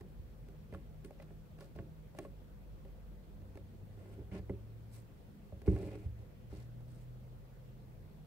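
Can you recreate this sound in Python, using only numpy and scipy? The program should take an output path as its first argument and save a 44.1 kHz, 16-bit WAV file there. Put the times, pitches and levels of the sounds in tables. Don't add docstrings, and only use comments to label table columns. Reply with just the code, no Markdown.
import sys
import numpy as np
from scipy import signal
from scipy.io import wavfile

SR = 44100
rng = np.random.default_rng(int(sys.argv[2]) if len(sys.argv) > 2 else 0)


def to_wav(s):
    ch = np.atleast_2d(s).T
    pcm = np.round(np.clip(ch, -1, 1) * 32767)
    wavfile.write(sys.argv[1], SR, pcm.astype(np.int16))


N = 364266

# (frequency [Hz], level per Hz [dB])
ROOM_SPECTRUM = [(13, -30), (22, 4.5), (139, -2.5), (215, -9.5), (284, -14), (505, -15.5), (977, -27.5),
                 (2930, -35), (6700, -43.5), (9000, -43.5), (12500, -43.5), (15700, -38.5)]
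# (frequency [Hz], likeness [0 to 1])
ROOM_LIKENESS = [(40, 0.29), (150, 0.69), (400, 0.44), (800, 0.022), (1500, 0.034), (8000, 0.0088)]
# (frequency [Hz], width [Hz], level [dB])
FAINT_HUMS = [(201.7, 2.6, -68.5), (220.4, 7.4, -75), (497, 42, -75)]
# (time [s], frequency [Hz], level [dB])
HUM_HIGH = [(0, 152.9, -63), (1.6, 155.8, -58.5), (2, 157, -62), (4, 152.4, -68.5), (6, 154.1, -71.5),
            (6.8, 157.8, -63), (7.3, 157.7, -78), (8.26, 151, -58)]
HUM_LOW = [(0, 45.94, -53.5), (1.9, 45.5, -57), (2.25, 48.74, -54.5), (3.3, 48.29, -50.5),
           (3.75, 46.12, -63), (8.26, 42.6, -54.5)]
# (time [s], firing rate [Hz], level [dB])
ENGINE_GEARS = [
    [(3.35, 94, -59), (3.6, 97, -54), (5.05, 114.4, -53.5), (5.2, 116, -80)],
    [(5.8, 108.2, -50.5), (6.2, 110.3, -51.5), (6.3, 113, -68), (6.45, 116, -53.5), (6.75, 121, -50),
     (7.25, 125.8, -54.5), (7.45, 125.1, -60), (8.0, 126.9, -57), (8.2, 128.1, -93)],
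]
# (frequency [Hz], level within the register [dB], decay by 60 dB [s])
FRAME_MODES = [(63.5, 5, 0.73), (81.8, 11, 0.15), (108, -0.5, 0.34)]
THUD_MODES = [(141.8, -1, 0.25), (192, -5.5, 0.32), (188.3, 5.5, 0.2), (248, -15, 0.12)]
DRUM_MODES = [(288.3, -9.5, 0.24), (310.3, -3.5, 0.28), (361.1, -5.5, 0.26), (389, -1, 0.19),
              (408.2, -1.5, 0.16)]
KNOCK_MODES = [(470, -1, 0.04), (551, -0.5, 0.19), (597, 6.5, 0.049), (669, -7, 0.11), (760, -4.5, 0.055),
               (857, -28, 0.016)]
CRACK_MODES = [(1090, 3, 0.045), (1420, 3, 0.022), (1740, 4, 0.016), (2060, 4, 0.014), (2400, 2, 0.009),
               (2730, 1, 0.009), (3200, -5, 0.007)]
# (frequency [Hz], level within the register [dB], decay by 60 dB [s])
THREAD_MODES = [(2080, 0, .05), (2200, 1, .035), (2330, 1, .025), (2450, -2, .02)]
# (frequency [Hz], width [Hz], relative level [dB])
FIBRE_RESONANCES = [(3680, 3400, -1), (4360, 1500, 2.5), (5920, 1730, -0.5), (6850, 2000, -0.5),
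                    (8600, 1200, -4.5), (10600, 1500, -6.5), (14700, 3200, -8)]
# (start [s], rise [s], hold [s], fade [s], then nominal levels: drum [dB],
# knock [dB], rasp [dB], thread ring [dB], hiss [dB], bright hiss [dB], top of the hiss [dB])
SLIDES = [(0.711, 0.014, 0.035, 0.069, -55, -77, -71, -95, -86, -83, -94),
          (1.035, 0.0094, .015, 0.036, -56, -74, -73, -93, -84, -73, -90),
          (1.179, 0.013, 0.038, 0.037, -66, -66, -76, -95, -81, -97, -99),
          (1.588, 0.012, 0.038, 0.07, -70, -62, -76, -95, -76, -79, -85),
          (1.743, .01, 0.057, .05, -59, -65, -76, -95, -83, -94, -92),
          (2.14, 0.03, 0.077, 0.065, -79, -65, -74.5, -98, -85, -81, -92),
          (3.924, 0.069, 0.15, 0.038, -61.5, -64.5, -75.5, -100, -87.5, -85, -95),
          (4.151, 0.028, 0.029, 0.12, -53, -65.5, -83, -96, -103, -95, -99),
          (4.306, 0.017, 0.066, 0.026, -47.5, -53.5, -65.5, -70, -73.5, -77.5, -95),
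          (4.895, 0.055, 0.03, 0.057, -69, -71, -74, -75, -71.5, -67, -71),
          (5.642, 0.027, 0.223, 0.039, -48, -54, -71, -73, -77, -77.5, -86),
          (5.896, 0.021, 0.04, 0.03, -56, -54.5, -70, -72, -78, -79, -92),
          (5.958, 0.02, 0.075, 0.042, -61.5, -66, -77, -81, -86, -85, -92),
          (6.487, 0.025, 0.099, 0.088, -72, -68, -74, -98, -76, -79, -92),
          (6.865, 0.036, 0.14, .04, -90, -88, -99, -93, -86, -82.5, -90)]
# (time [s], drum [dB], then against the drum:
# weight on the frame [dB], knock [dB], crack [dB], fibre tick [dB])
TAPS = [(0.009, -42.5, -1, -6, -21.5, -34), (0.19, -60.5, 21.5, -11, -24, -33),
        (0.485, -47.5, 1, -8, -17, -31), (0.725, -45.5, 7.5, 0.5, -16, -36), (0.738, -56, 14, 5, -3, -19),
        (0.747, -46, 3, -2, -15, -32), (1.047, -44.5, -11, -9, -16, -21), (1.107, -49, -16, 2.5, -18, -33),
        (1.199, -52, -10, 9, -6, -32), (1.223, -51, -9, -2.5, -8.5, -22.5), (1.306, -49, -9, -3, -21, -42),
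        (1.587, -50.5, -12, -1, -15, -28), (1.607, -47.5, -25, -10, -9, -17),
        (1.622, -50, -10, 3, -22, -32), (1.76, -45, 0, -3, -26, -27), (1.788, -39.5, -2, -2.5, -14.5, -44),
        (1.797, -49, 8.5, 5.5, -33, -42), (2.149, -53, -10, 8.5, -15, -31), (2.187, -39, -13, 3, -9.5, -25),
        (2.193, -40, -14, -2, -22, -40), (2.25, -44, -9, 3, -16, -34), (2.85, -46.5, -5, 3.5, -25, -40),
        (3.417, -58.5, 15, 2, -12, -27), (3.555, -45, -6, -4, -20.5, -32), (3.572, -51, 3, 3, -11, -24),
        (3.975, -49.5, 2, -8, -27, -44), (4.058, -50, -8, -1, -27, -43), (4.193, -45.5, 7, -21, -31, -42),
        (4.226, -53, -2, -30, -34, -39), (4.315, -51.5, 14.5, -6, -14, -30),
        (4.335, -43, -13, -3, -30, -31), (4.353, -58, -6, -2, -18, -30), (4.393, -43, 5.5, -7, -29, -39),
        (4.496, -30.5, -2, -3, -26.5, -51), (4.504, -36.5, -14, -8.5, -38, -54),
        (5.523, -48, 12, 2, -26, -48), (5.617, -47.5, 0, -4, -19, -29), (5.662, -48, 3, -20, -17, -30),
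        (5.677, -21, 4.5, -12, -28.5, -56), (5.692, -52, 21, -5, -21, -48), (5.732, -34, 11, -12, -36, -42),
        (5.762, -34.5, -3, -6.5, -25, -42), (5.798, -39, -21, -32, -33, -43),
        (5.829, -36, 1.5, -21, -35, -48), (5.875, -38, -21, -25, -37, -42),
        (5.918, -46.5, -12, -18, -22, -48), (5.937, -43.5, -17, -7, -30, -42),
        (5.954, -37.5, -8, -21, -32, -43), (6.045, -55, 0, -2, -22, -33), (6.056, -54.5, 24, -9, -21, -34),
        (6.19, -56.5, 14, 2, -29, -26), (6.215, -56, 5, 1, -27, -34), (6.526, -42, 0.5, -5, -33, -44),
        (6.539, -52.5, -3, 2, -18, -22), (6.728, -65, 9, -6, -24, -31), (6.806, -62, -2, 6, -21, -22),
        (6.881, -64, -4, 8, -23, -22)]

ROOM_DB, ROOM_SWELL_DB, RUMBLE_FLICKER_DB = -54, 0.3, 1.9
STEADY_ABOVE_HZ = 4500
ENGINE_WAVER_DB = 0.8
SLIDE_SWING_DB, SLIDE_THUD_DB = 22.5, 1
FLUTTER_DB, HISS_FLUTTER_DB = 1.2, 1.6
LIGHT_DB = -52
THUD_DB, THUD_PER_WEIGHT, THUD_PER_STRENGTH = -11.5, 0.52, 0.1
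LUCK_DB = 1.8
MIC_BASS_HZ, CUTOFF_HZ = 43.6, 15750


def from_db(db):
    return 10 ** (np.asarray(db) / 20)


def rms_one(x):
    return x / np.sqrt(np.mean(x ** 2) + 1e-20)


def in_time(rows):
    s, *columns = np.transpose(rows)
    t = np.arange(N) / SR
    gate = np.clip(np.minimum(t - s[0], s[-1] - t) / 0.01, 0, 1)
    return gate, *[np.interp(t, s, column) for column in columns]


def at_hz(points, hz):
    table_hz, values = np.array(points).T
    return np.interp(np.log(hz), np.log(table_hz), values)


def drift(rate_hz):
    pole = np.exp(-80 * np.pi * rate_hz / SR)
    noise = rng.standard_normal(N // 40 + 2002)
    slow = signal.lfilter([1], [1, -2 * pole, pole ** 2], noise)[2000:]
    return np.interp(np.arange(N) / 40, np.arange(len(slow)), rms_one(slow))


def decay_per_sample(t60):
    return from_db(-60 / (t60 * SR))


def ring(force, hz, t60):
    r, w = decay_per_sample(t60), 2 * np.pi * hz / SR
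    return signal.lfilter([0, np.sin(w)], [1, -2 * r * np.cos(w), r * r], force + 1e-18)


def t60_of_width(width_hz):
    return np.log(1000) / (np.pi * width_hz)


def room():
    out, edges = 0, np.geomspace(22, 17000, 26)
    white = rng.standard_normal((2, 2, N))
    for k, (low, high) in enumerate(zip(edges, edges[1:])):
        band = signal.butter(2, [low, high], "band", fs=SR, output="sos")
        mid, side = signal.sosfilt(band, white[k % 2])
        hz = np.sqrt(low * high)
        alike = np.clip(at_hz(ROOM_LIKENESS, hz), 0, 1)
        unsteady = 1 / (1 + (hz / STEADY_ABOVE_HZ) ** 2)
        changes_db = ROOM_SWELL_DB * drift(0.55) + RUMBLE_FLICKER_DB * drift(14.0)
        gain = from_db(at_hz(ROOM_SPECTRUM, hz) + unsteady * changes_db)
        out = out + gain * (np.sqrt(1 + alike) * mid + np.sqrt(1 - alike) * side * [[1], [-1]])
    return from_db(ROOM_DB) * rms_one(out)


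def faint_hums():
    noise = rng.standard_normal(N)
    return sum(from_db(db) * rms_one(ring(noise, hz, t60_of_width(width)))
               for hz, width, db in FAINT_HUMS)


def tone(table, waver_db, overtone_db, lag):
    gate, hz, db = in_time(table)
    phase = 2 * np.pi * np.cumsum(hz) / SR + np.array([[0], [lag]])
    shape = np.sin(phase) + from_db(overtone_db) * np.sin(2 * phase)
    return gate * np.sqrt(2) * from_db(db + waver_db * drift(5)) * shape


def hums():
    high = tone(HUM_HIGH, waver_db=2.5, overtone_db=-34, lag=0.6)
    return high + tone(HUM_LOW, waver_db=2.0, overtone_db=-27, lag=1.0)


def engine():
    return sum(tone(gear, waver_db=ENGINE_WAVER_DB, overtone_db=-24, lag=0.57) for gear in ENGINE_GEARS)


def cloth(force, modes, luck=None):
    rings = 0
    for k, (hz, db, t60) in enumerate(modes):
        push = force if luck is None else force * luck[k]
        rings = rings + from_db(db) * ring(push, hz, t60)
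    soft = signal.butter(2, modes[-1][0] * 1.02, fs=SR, output="sos")
    small = signal.butter(2, modes[0][0] / 0.79, "high", fs=SR, output="sos")
    return signal.sosfilt(np.vstack([soft, small]), rings)


def close_by(x, count=4):
    return np.array([from_db(-2.25) * np.roll(x, count), from_db(-0.4) * x])


def grit(per_s, spread_db, size):
    strength = from_db(spread_db * np.minimum(rng.exponential(1, (size, N)), 5))
    slips = strength * rng.choice([-1, 1], (size, N))
    return slips * (rng.random((size, N)) < per_s / SR)


def fibres(force):
    out = 0
    for k, (hz, width, db) in enumerate(FIBRE_RESONANCES):
        gain = from_db(db) * np.sqrt(width / SR) * (-1) ** k
        out = out + gain * ring(force, hz, t60_of_width(width))
    return out


def fibre_hiss():
    own, shared = grit(10000, spread_db=5.5, size=2), grit(8000, spread_db=-2.5, size=1)
    return rms_one(fibres(own + 0.45 * shared))


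def slides(hiss):
    catches, slips = grit(800, spread_db=1.0, size=1)[0], grit(3000, spread_db=0.0, size=2)
    thud, drum, knock = (close_by(rms_one(cloth(catches, modes)))
                         for modes in [THUD_MODES, DRUM_MODES, KNOCK_MODES])
    body = drum + from_db(SLIDE_THUD_DB) * thud
    rasp = np.sqrt(2) * rms_one(cloth(slips + 0.14 * catches, CRACK_MODES))
    rasp = rasp * from_db(0.36 * drift(22))
    thread = rms_one(cloth(slips + 2.5 * catches, THREAD_MODES))
    hiss = hiss * from_db(HISS_FLUTTER_DB * drift(46))
    layers = [body, knock, rasp, thread]
    for hz, kind in [(6600, "low"), ([7600, 11000], "band"), (11000, "high")]:
        band = signal.butter(3, hz, kind, fs=SR, output="sos")
        layers.append(np.sqrt(2) * rms_one(signal.sosfilt(band, hiss)))
    out = np.zeros((2, N))
    for start, rise, hold, fade, *levels_db in SLIDES:
        corners = np.cumsum([start, rise, hold, fade])
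        gate, swell_db = in_time(list(zip(corners, [-SLIDE_SWING_DB, 0, 0, -SLIDE_SWING_DB])))
        on = gate > 0
        for layer, db in zip(layers, levels_db):
            out[:, on] += gate[on] * from_db(db + swell_db[on]) * layer[:, on]
    return out * from_db(FLUTTER_DB * drift(5.6))


def taps(hiss):
    s, drum_db, frame_db, knock_db, crack_db, tick_db = np.transpose(TAPS)
    thud_db = THUD_DB + THUD_PER_WEIGHT * frame_db + THUD_PER_STRENGTH * (drum_db - LIGHT_DB)
    at, out = np.round(s * SR).astype(int), np.zeros((2, N))
    touch = np.zeros(N, int)
    touch[at] = np.arange(len(at))
    touch = np.maximum.accumulate(touch)
    scuff = rms_one(grit(1500, spread_db=3.0, size=1)[0])
    # (modes, blow against the drum [dB], scuff against the blow [dB], scuff's decay by 60 dB [s])
    registers = [(FRAME_MODES, frame_db - 7.5, -50, 0.09), (THUD_MODES, thud_db, -45, 0.09),
                 (DRUM_MODES, -3.0, -36, 0.09), (KNOCK_MODES, knock_db - 9.5, -22, 0.03),
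                 (CRACK_MODES, crack_db - 3.0, -16, 0.025)]
    for modes, share_db, scuff_db, scuff_s in registers:
        blows = np.zeros(N)
        blows[at] = -from_db(drum_db + share_db)
        scuff_swell = signal.lfilter([1], [1, -decay_per_sample(scuff_s)], blows + 1e-18)
        blows += from_db(scuff_db) * scuff * scuff_swell
        luck = from_db(rng.normal(0, LUCK_DB, (len(at), len(modes))))
        if modes is CRACK_MODES:
            luck = luck * rng.choice([-1, 1], luck.shape)
        rings = cloth(blows, modes, luck.T[:, touch])
        out += close_by(rings, count=round(4 + (380 / modes[0][0]) ** 2))
    ticks = np.zeros(N)
    ticks[at] = from_db(drum_db + tick_db + 9.0)
    fall = decay_per_sample(0.011)
    spray = np.e * signal.lfilter([1 - fall], [1, -2 * fall, fall ** 2], ticks + 1e-18)
    snap = from_db(21.5) * close_by(fibres(ticks), count=1)
    return out + spray * hiss + snap


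def scene():
    hiss = fibre_hiss()
    return room() + faint_hums() + hums() + engine() + slides(hiss) + taps(hiss)


def record(dry):
    thin = signal.sosfilt(signal.butter(2, MIC_BASS_HZ, "high", fs=SR, output="sos"), dry)
    return signal.sosfilt(signal.ellip(12, 0.5, 60, CUTOFF_HZ, fs=SR, output="sos"), thin)


dry = scene()
out = record(dry)
to_wav(out)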